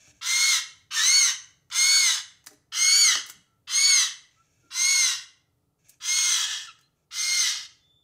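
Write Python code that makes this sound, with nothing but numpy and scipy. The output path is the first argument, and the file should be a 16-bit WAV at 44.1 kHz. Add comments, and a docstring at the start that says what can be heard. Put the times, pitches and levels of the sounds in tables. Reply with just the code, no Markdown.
"""Begging calls of a caged chick

A mynah chick begs eight times in a wire cage in a tiled room while a hand strokes its head.
Each call sums an arched harmonic whistle near 2 kHz and chaotic noise puffs, a harsh rasp;
the last calls are weaker and trail off in rasp alone. Decaying noise and modes make light ticks and
bumps on the cage, gliding partials short side notes and chirps, and shaped noise soft handling rustles.
Low noise and a faint hum lie beneath; decaying noise and close reflections form the room."""
import sys
import numpy as np
from scipy import signal
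from scipy.fft import rfft, irfft, next_fast_len
from scipy.io import wavfile
from scipy.ndimage import uniform_filter1d, minimum_filter1d, map_coordinates

SR = 44100
rng = np.random.default_rng(int(sys.argv[2]) if len(sys.argv) > 2 else 0)


def log_audio(samples):
    """Write samples as a 16-bit WAV file to the path given in sys.argv[1]."""
    # one column per channel
    frames = np.atleast_2d(samples).T
    # limit to full scale, then quantise
    limited = np.clip(frames, -1, 1)
    pcm = np.round(limited * 32767).astype(np.int16)
    wavfile.write(sys.argv[1], SR, pcm)


N = 354123

# Levels in dB are relative: the filters, envelopes and room act on them afterwards.
# room noise, relative spectral density: frequency_hz, density_db
FLOOR_SPECTRUM = [(15, -64), (25, -36), (97, -6), (212, -22), (285, -16.5), (317, -18), (363, -22),
                  (451, -23), (887, -25), (1040, -31.5), (1370, -25.5), (1520, -46), (5140, -47.5),
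                  (14800, -51), (16000, -49.5)]
# low rumble, relative spectral density: frequency_hz, density_db
RUMBLE_SPECTRUM = [(25, -18), (65, -5), (100, -2), (155, 0.0), (220, -19.0), (450, -20), (900, -33.5)]
# partials of the hum, about which the level wavers: frequency_hz, level_db
HUM_PARTIALS = [(97, -93), (285, -87.5), (430, -90)]
# soft handling rustles: start_s, length_s, level_db
RUSTLE_EVENTS = [(0, 0.12, -57), (0.122, 0.083, -66.5), (4.31, 0.62, -72.5), (5.79, 0.197, -76),
                 (5.849, .1, -67), (6.955, .1, -82.5)]
# colour of the rustle, relative spectral density: frequency_hz, density_db
RUSTLE_SPECTRUM = [(400, -5), (1200, -6), (2100, 0), (3100, 3), (4500, -2.5), (6500, 6), (8000, -8),
                   (15000, -26)]
# light taps and scuffs in the cage: start_s, tick_db, wire_db, tray_db
CONTACTS = [(0.072, -67, -61, -57.5), (1.701, -58.5, -40.5, -80), (2.441, -59, -57.5, -81.5),
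            (2.462, -39, -55, -67), (2.469, -39.5, -33, -56.5), (2.509, -56, -56.5, -50),
            (2.532, -56.5, -58, -75), (3.088, -55, -54.5, -54.5), (3.153, -38, -19, -42),
            (3.262, -39, -62.5, -63), (3.288, -43, -49, -58.5), (3.297, -33, -37, -62),
            (5.884, -56, -80, -89), (5.893, -42, -68, -80), (6.788, -67, -53, -88.5), (6.81, -60, -58, -85)]
# colours of a tick and of the rattling wires: frequency_hz, density_db
TICK_SPECTRUM = [(1500, -24), (5000, -7.5), (7000, 2), (11000, -5), (16000, -6)]
WIRE_SPECTRUM = [(500, -18), (1100, 1.5), (2000, -1.5), (3200, -7), (6500, 1.5), (10000, -30.5)]
# modes of the floor tray, mean level: frequency_hz, level_db, t60_s
TRAY_MODES = [(295.6, -5, 0.23), (416, -10, .25), (612, -6, 0.13), (775, -8.5, 0.12)]
# dull bumps from handling: start_s, level_db, pitch_hz
BUMP_EVENTS = [(0.073, -56.5, 75.5), (.125, -61, 121), (.28, -58, 65.5), (.42, -65, 380), (.55, -63, 115),
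               (.66, -70, 400), (0.822, -61, 105), (2.04, -65, 130), (2.5, -64, 300), (3.16, -56, 292),
               (3.349, -59, 140), (3.871, -50.5, 105), (4.63, -61.5, 290)]
# colour of a bump: multiple of its pitch (ratio), density_db
THUD_SPECTRUM = [(.25, -28), (.65, -9), (1, 0), (1.4, -7), (2.5, -24), (6, -60)]
# begging calls: start_s, length_s, crest_s (from the start), crest_hz, climb_hz (limit of the climb),
#   sag_s (width of the sag), rasp_db, swell_db, crescendo_db_per_s, release_s, whistle_db,
#   tilt_db (per harmonic), narrowing (of the beak, 0-1)
BEG_CALLS = [ (0.21, 0.45, 0.26, 2175, 87.8, 0.14, -33, 8, 7.5, 0.11, -24, -1.6, 0),
             (0.905, 0.47, 0.26, 2222, 430, 0.14, -34.5, 6.5, -5.5, 0.065, -21, 0.5, .03),
             (1.709, .53, 0.25, 2230, 103.5, 0.18, -33.5, 8, -3.5, 0.066, -21.5, -0.4, .03),
             (2.718, 0.52, 0.28, 2273, 156, .122, -34.5, 3.5, 7, 0.072, -20, 0.85, 0.45),
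             (3.67, 0.48, .192, 2231, 165.7, .21, -35, 9, 4.5, .13, -21.5, 1.1, 0.6),
             (4.702, 0.55, .228, 2190, 129.8, .23, -35.5, 12.5, 6, 0.17, -23.5, 1, 0.43),
             (5.999, 0.69, 0.2, 2172, 87.7, 0.26, -34.5, 20, 1, 0.17, -27, 2, 0.66),
             (7.106, 0.57, 0.23, 2136, 40.1, 0.21, -36, 10.5, 10.5, 0.16, -26.5, 1, 0.7), ]
# throat and open beak, through which the first three harmonics glide: frequency_hz, gain_db
THROAT_RESONANCE = [(1750, -10.5), (1950, -11), (2150, -3), (2220, -5), (2290, -11.5), (3500, -12.5),
                    (3850, -3.5), (4200, -7), (4480, 3.5), (5300, -12), (5750, -8.5), (6150, 0), (6550, 0),
                    (6800, 0)]
# upper harmonics: multiple of the pitch (ratio), level_db against the third
UPPER_HARMONICS = [(4, -11), (5, -20), (6, -30)]
# rasp of a tense and of a slack syrinx, relative spectral density: frequency_hz, density_db
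TENSE_SPECTRUM = [(700, -39), (860, -29.5), (1000, -4), (1250, -3.5), (1500, -2.5), (1800, -7.5), (2150, 1),
                  (2550, -7.5), (3000, 3), (5200, 3.5), (6350, 8), (7200, 0), (8600, -2), (12000, -14),
                  (15000, -13)]
SLACK_SPECTRUM = [(400, -40), (600, -25), (780, -21), (1000, -10.5), (1400, -2.5), (1950, 0.5),
                  (2380, -14.5), (3000, 3.5), (4000, -2), (6100, -1), (7800, -8), (9000, -17.5),
                  (12000, -25.5), (15000, -29.5)]
# blurred side partials of the chaotic syrinx: multiple of the pitch (ratio), relative level_db
SIDE_PARTIALS = [(.68, 1.5), (1.46, -1.5), (1.73, -7), (2.43, 3.5), (2.7, -5.5)]
# colour that a narrowed beak gives the rasp: frequency_hz, gain_db
NARROW_BEAK_RESONANCE = [(900, -2), (1500, -2.5), (2450, -0.5), (2800, 3.5), (3600, -1), (4500, 0.5),
                         (5150, 3), (6000, -2.5), (9000, -1), (14000, -2.5)]
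# short side notes and chirps, faint to strong: start_s, length_s, start_hz, end_hz, level_db,
#   overtone_db (step per overtone)
SIDE_NOTES = [(0.951, 0.073, 1850, 1678, -25, -3.5), (3.429, 0.2, 1330, 1353, -75.5, -32.5),
              (4.35, 0.087, 1267, 1390, -61, -25.5), (4.553, 0.29, 1430, 1320, -67, -30.5),
              (6.664, 0.05, 1476, 1187, -42.5, -4), (6.815, 0.058, 4030, 4240, -64, -23),
              (7.743, 0.36, 3510, 3515, -62.5, -20)]
# nominal reverberation time, scattered from band to band: frequency_hz, t60_s
ROOM_DECAY = [(200, 0.55), (1000, 0.48), (2000, 0.47), (4000, 0.41), (6400, 0.38), (10000, .38),
              (15000, 0.11)]
# bands that linger in the cage after a sound: centre_hz, width_hz, boost_db
LINGERING_BANDS = [(2000, 63, 4.5), (2965, 300, 3), (6250, 320, 5)]

RUMBLE_DB = -73.5  # mean level of the steady low noise
RUSTLE_FADE_S = 0.018
START_HZ, SCOOP_S = 1850, .035  # slack pitch at which calls start; time constant of the scoop
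CLIMB_S, SAG_HZ = .13, 565  # width of the climb; limit of the sag after the crest
CHAOS_HZ, TENSE_SPAN_HZ = 1818.4, 300  # after the crest: fully slack pitch; rise from it to full tension
CLIMB_TENSION = .85  # least tension (0-1) until the crest
SWELL_S, RELEASE_DB, RELEASE_CURVE = .055, 19, 1.35  # time constant, depth and exponent of the envelope
VOICE_ONSET_DB, VOICE_ONSET_S = 25.5, .056  # the whistle starts later than the rasp
BREAK_HZ, BREAK_DB_PER_HZ = 1910, 0.16  # below this pitch the whistle fades
WAVER_DB, WAVER_RATE = 1.3, 30  # waver of each harmonic alone: scale in dB, knots per s
GAPE_S = 0.029  # time constant of the opening beak
CEILING, LIMITER_S = .41, .002  # the phone's limiter: threshold, smoothing time
TOP_HZ = 15650  # middle of the phone's upper band edge


def amp(db):
    """Logarithmic level: amplitude gain is ten to the power of a twentieth of the decibels."""
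    return 10 ** (np.asarray(db) / 20)


def unit(x):
    """Power normalisation: scale to rms 1."""
    return x / np.sqrt(np.mean(x ** 2) + 1e-20)


def along(points, hz):
    """Logarithmic frequency scale: read (Hz, value) points by interpolation."""
    f, v = np.transpose(points)
    return np.interp(np.log(hz + 1), np.log(f + 1), v)


def wobble(rate, size):
    """Slow random modulation: a smooth curve through random knots, rate knots a second."""
    knots = rng.standard_normal(int(size * rate / SR) + 4)
    return map_coordinates(knots, [np.arange(size) * rate / SR])


def coloured(x, spectrum):
    """Linear filtering: shape x by a (Hz, dB) spectrum, at rms 1."""
    m = next_fast_len(len(x) + 8192)
    gain = amp(along(spectrum, np.fft.rfftfreq(m, 1 / SR)))
    return unit(irfft(rfft(x, m) * gain, m)[:len(x)])


def noise(spectrum, size):
    """Random excitation: coloured Gaussian noise of rms 1."""
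    return coloured(rng.standard_normal(size), spectrum)


def banded(x, depth_db, spacing_hz):
    """Irregular resonance: narrow random peaks and dips across the spectrum, new at each use."""
    knots = np.fft.rfftfreq(len(x), 1 / SR) / spacing_hz
    ripple = map_coordinates(rng.uniform(-1.5, 1, size=400), [knots], mode="mirror")
    return unit(irfft(rfft(x) * amp(depth_db * ripple), len(x)))


def add(track, s, x):
    """Superposition: mix x into the track from time s."""
    start = max(round(s * SR), 0)
    track[start:start + len(x)] += x[:N - start]


def in_room(x, wet_db, walls_db, count=10):
    """Reverberation: direct sound, close reflections off the tiles and an unevenly ringing tail."""
    hz, t, z = signal.stft(rng.standard_normal(SR * 2 // 3), SR, nperseg=512)
    t60 = along(ROOM_DECAY, hz) * amp(.7 * rng.uniform(-1, 1, len(hz)))
    ring_db = sum(db * np.exp(-((hz - centre) / width) ** 2) for centre, width, db in LINGERING_BANDS)
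    decay = amp(ring_db[:, None] - 60 * t / t60[:, None])
    tail = signal.istft(z * decay, SR, nperseg=512)[1]
    response = amp(wet_db) * tail / np.linalg.norm(tail)
    delays = (rng.uniform(.002, .022, count) * SR).astype(int)
    response[delays] += amp(walls_db) * rng.standard_normal(count) / np.sqrt(count)
    response[0] = 1  # direct sound
    return signal.fftconvolve(x, response / np.linalg.norm(response))


def background():
    """Stationary sound: shaped low noise beneath a hum of wavering partials."""
    t = np.arange(N) / SR
    hum = np.zeros(N)
    for hz, db in HUM_PARTIALS:
        partial = unit(np.sin(2 * np.pi * hz * t + wobble(2.3, N)))
        hum += amp(db + 2.2 * wobble(5, N)) * partial
    rumble = amp(RUMBLE_DB + 1.1 * wobble(7.5, N)) * noise(RUMBLE_SPECTRUM, N)
    return hum + rumble + amp(-76.0) * noise(FLOOR_SPECTRUM, N)


def rustles():
    """Friction noise: soft handling rustles of shaped noise that fade in and out."""
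    t = np.arange(N) / SR
    level = np.zeros(N)
    for s, length, db in RUSTLE_EVENTS:
        edge_distance = np.minimum(t - s, s + length - t)
        level += amp(db) * np.clip(edge_distance / RUSTLE_FADE_S + .5, 0, 1)
    rustle = banded(noise(RUSTLE_SPECTRUM, N), depth_db=6, spacing_hz=156)
    return level * amp(0.53 * wobble(36, N)) * rustle


def cage():
    """Impact and modal decay: a sharp tick, a short rattle of wires and a softer ring of the tray."""
    track, t = np.zeros(N), np.arange(SR // 2) / SR
    for s, tick_db, wire_db, tray_db in CONTACTS:
        tick = amp(tick_db - 60 * t / 0.052) * noise(TICK_SPECTRUM, len(t))
        rattle = banded(noise(WIRE_SPECTRUM, len(t)), depth_db=6.5, spacing_hz=157.0)
        wires = amp(wire_db - 60 * t / 0.033) * rattle
        tray = np.zeros(len(t))
        for hz, db, t60 in TRAY_MODES:
            mode_db = tray_db + db + rng.normal(0, 2)
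            tray += amp(mode_db - 60 * t / t60) * np.sin(2 * np.pi * hz * t)
        contact = (tick + wires) * (1 - np.exp(-t / 0.00056)) + tray * (1 - np.exp(-t / 0.0024))
        add(track, s, in_room(contact, wet_db=-11, walls_db=-10.0))
    return track


def bumps():
    """Damped impact: each nudge is a soft, low thud of decaying noise without a ring."""
    track, t = np.zeros(N), np.arange(SR // 2) / SR
    for s, db, hz in BUMP_EVENTS:
        thud = noise([(k * hz, level) for k, level in THUD_SPECTRUM], len(t))
        add(track, s, thud * amp(db - 60 * t / .35) * (1 - np.exp(-t / 0.0093)))
    return track


def arch(t, crest_s, crest_hz, climb_hz, sag_s):
    """Pitch follows effort: a quick scoop, a climb to the crest and a long sag."""
    climb = climb_hz * (1 - np.exp(-((t - crest_s) / CLIMB_S) ** 2))
    sag = SAG_HZ * (1 - np.exp(-((t - crest_s) / sag_s) ** 2))
    aim = crest_hz - np.where(t < crest_s, climb, sag)
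    return aim + (START_HZ - aim) * np.exp(-t / SCOOP_S)


def whistle(pitch, tension, harmonic_db, jitter=.0045, rough_jitter=.021, whistle_db=3.0, broken_db=-1.5):
    """Periodic voicing: a harmonic tone whose cycle length scatters more as the membranes slacken."""
    size = len(pitch)
    scatter = (jitter + rough_jitter * (1 - tension)) * wobble(700, size) + 0.0029 * wobble(60, size)
    phase = 2 * np.pi * np.cumsum(pitch * (1 + scatter)) / SR
    tone = sum(amp(db) * np.sin(k * phase) for k, db in enumerate(harmonic_db, 1))
    tone += sum(amp(harmonic_db[2] + db) * np.sin(round(k) * phase) for k, db in UPPER_HARMONICS)
    return tone * amp(whistle_db + broken_db * (2.5 - tension)), phase


def rasp(phase, tension, flutter_db=0.72, pulsing=0.32, tense_db=8.0, slack_db=4.0, blur=1.3, side_db=-7.0):
    """Chaotic vibration: noise puffs once per cycle; tension sets their colour and the side partials."""
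    size = len(phase)
    puffs = rng.standard_normal(size) * (1 + pulsing * np.cos(phase)) * amp(flutter_db * wobble(450, size))
    puffs = banded(puffs, depth_db=5.5, spacing_hz=115)
    tense_air = amp(tense_db) * np.sqrt(tension) * coloured(puffs, TENSE_SPECTRUM)
    slack_air = amp(slack_db) * np.sqrt(1 - tension) * coloured(puffs, SLACK_SPECTRUM)
    sides = np.zeros(size)
    for k, db in SIDE_PARTIALS:
        level = amp(db + 3.0 * wobble(25, size))
        sides += level * np.sin(k * phase + blur * wobble(170, size))
    return tense_air + slack_air + amp(side_db) * np.sqrt(tension) * sides


def through_beak(air, narrowing):
    """Vocal-tract resonance: the narrower the beak, the more it colours the rasp."""
    narrowed = air.std() * coloured(air, NARROW_BEAK_RESONANCE)
    return air + np.clip(narrowing, 0, 1) * (narrowed - air)


def beg(length, crest_s, crest_hz, climb_hz, sag_s, rasp_db, swell_db, crescendo, release_s, voice_db,
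        tilt_db, narrowing, opening=0.06, closed_hz=3600, attack_s=0.0079):
    """Source and filter: a syrinx clear while tense, chaotic as its pitch sags, sounds through the tract."""
    t = np.arange(round(length * SR)) / SR
    pitch = arch(t, crest_s, crest_hz, climb_hz, sag_s)
    pitch_tension = (pitch - CHAOS_HZ) / TENSE_SPAN_HZ
    tension = np.clip(np.maximum(pitch_tension, CLIMB_TENSION * (t < crest_s)), 0, 1)

    release = np.clip(1 - (length - t) / release_s, 0, 1)
    effort_db = crescendo * (t - crest_s) - RELEASE_DB * release ** RELEASE_CURVE
    rasp_level = rasp_db + effort_db - swell_db * np.exp(-t / SWELL_S)
    late_onset_db = VOICE_ONSET_DB * np.exp(-(t / VOICE_ONSET_S) ** 2)
    break_db = BREAK_DB_PER_HZ * np.maximum(BREAK_HZ - pitch, 0)
    voice_level = voice_db + effort_db - late_onset_db - break_db

    harmonic_db = []
    for k in range(1, 4):
        colour_db = along(THROAT_RESONANCE, k * pitch) + tilt_db * (k - 2)
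        harmonic_db.append(voice_level + colour_db + WAVER_DB * wobble(WAVER_RATE, len(t)))
    tone, phase = whistle(pitch, tension, harmonic_db)
    # the beak opens at the start and closes again during the release
    air = through_beak(rasp(phase, tension), narrowing + release + np.exp(-t / GAPE_S))
    call = tone + amp(rasp_level) * air

    # the treble arrives late, as the throat opens
    muffled = signal.sosfiltfilt(signal.butter(2, closed_hz, fs=SR, output="sos"), call)
    call = muffled + np.clip(t / opening, 0, 1) * (call - muffled)
    return call * np.clip(t / attack_s, 0, 1) * np.clip((length - t) / 0.016, 0, 1)


def chick():
    """Position-dependent response: the bird shifts, so the room answers each call differently."""
    track = np.zeros(N)
    for s, *shape in BEG_CALLS:
        add(track, s, in_room(beg(*shape), wet_db=-10.0, walls_db=-12.5))
    return track


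def side_notes(waver=0.013):
    """Frequency glide: short side notes and chirps, faint to strong, slightly hoarse, of four partials."""
    track = np.zeros(N)
    for s, length, start_hz, end_hz, db, overtone_db in SIDE_NOTES:
        size = int(length * SR)
        pitch = np.linspace(start_hz, end_hz, size) * (1 + waver * wobble(500, size))
        phase = 2 * np.pi * np.cumsum(pitch) / SR
        note = sum(amp(db + k * overtone_db) * np.sin((k + 1) * phase) for k in range(4))
        add(track, s, note * signal.windows.tukey(size, .8))
    return in_room(track, wet_db=-13, walls_db=-3.5)[:N]


def scene():
    """Superposition: all sources add at one microphone."""
    return (background() + rustles() + cage() + bumps() + chick() + side_notes())[None]


def record(dry):
    """Peak limiting and band limitation: the phone eases down high peaks and cuts the top treble."""
    span = max(int(LIMITER_S * SR), 2)
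    needed = np.minimum(1, CEILING / (np.abs(dry) + 1e-9))
    gain = uniform_filter1d(minimum_filter1d(needed, 2 * span), span)
    limited = dry * gain
    m = next_fast_len(N + SR // 2)
    # a ramp 250 Hz wide, centred on the band edge
    band = np.clip((TOP_HZ - np.fft.rfftfreq(m, 1 / SR)) / 250 + .5, 0, 1)
    return irfft(rfft(limited, m) * band, m)[..., :N]


dry = scene()
out = record(dry)
log_audio(out)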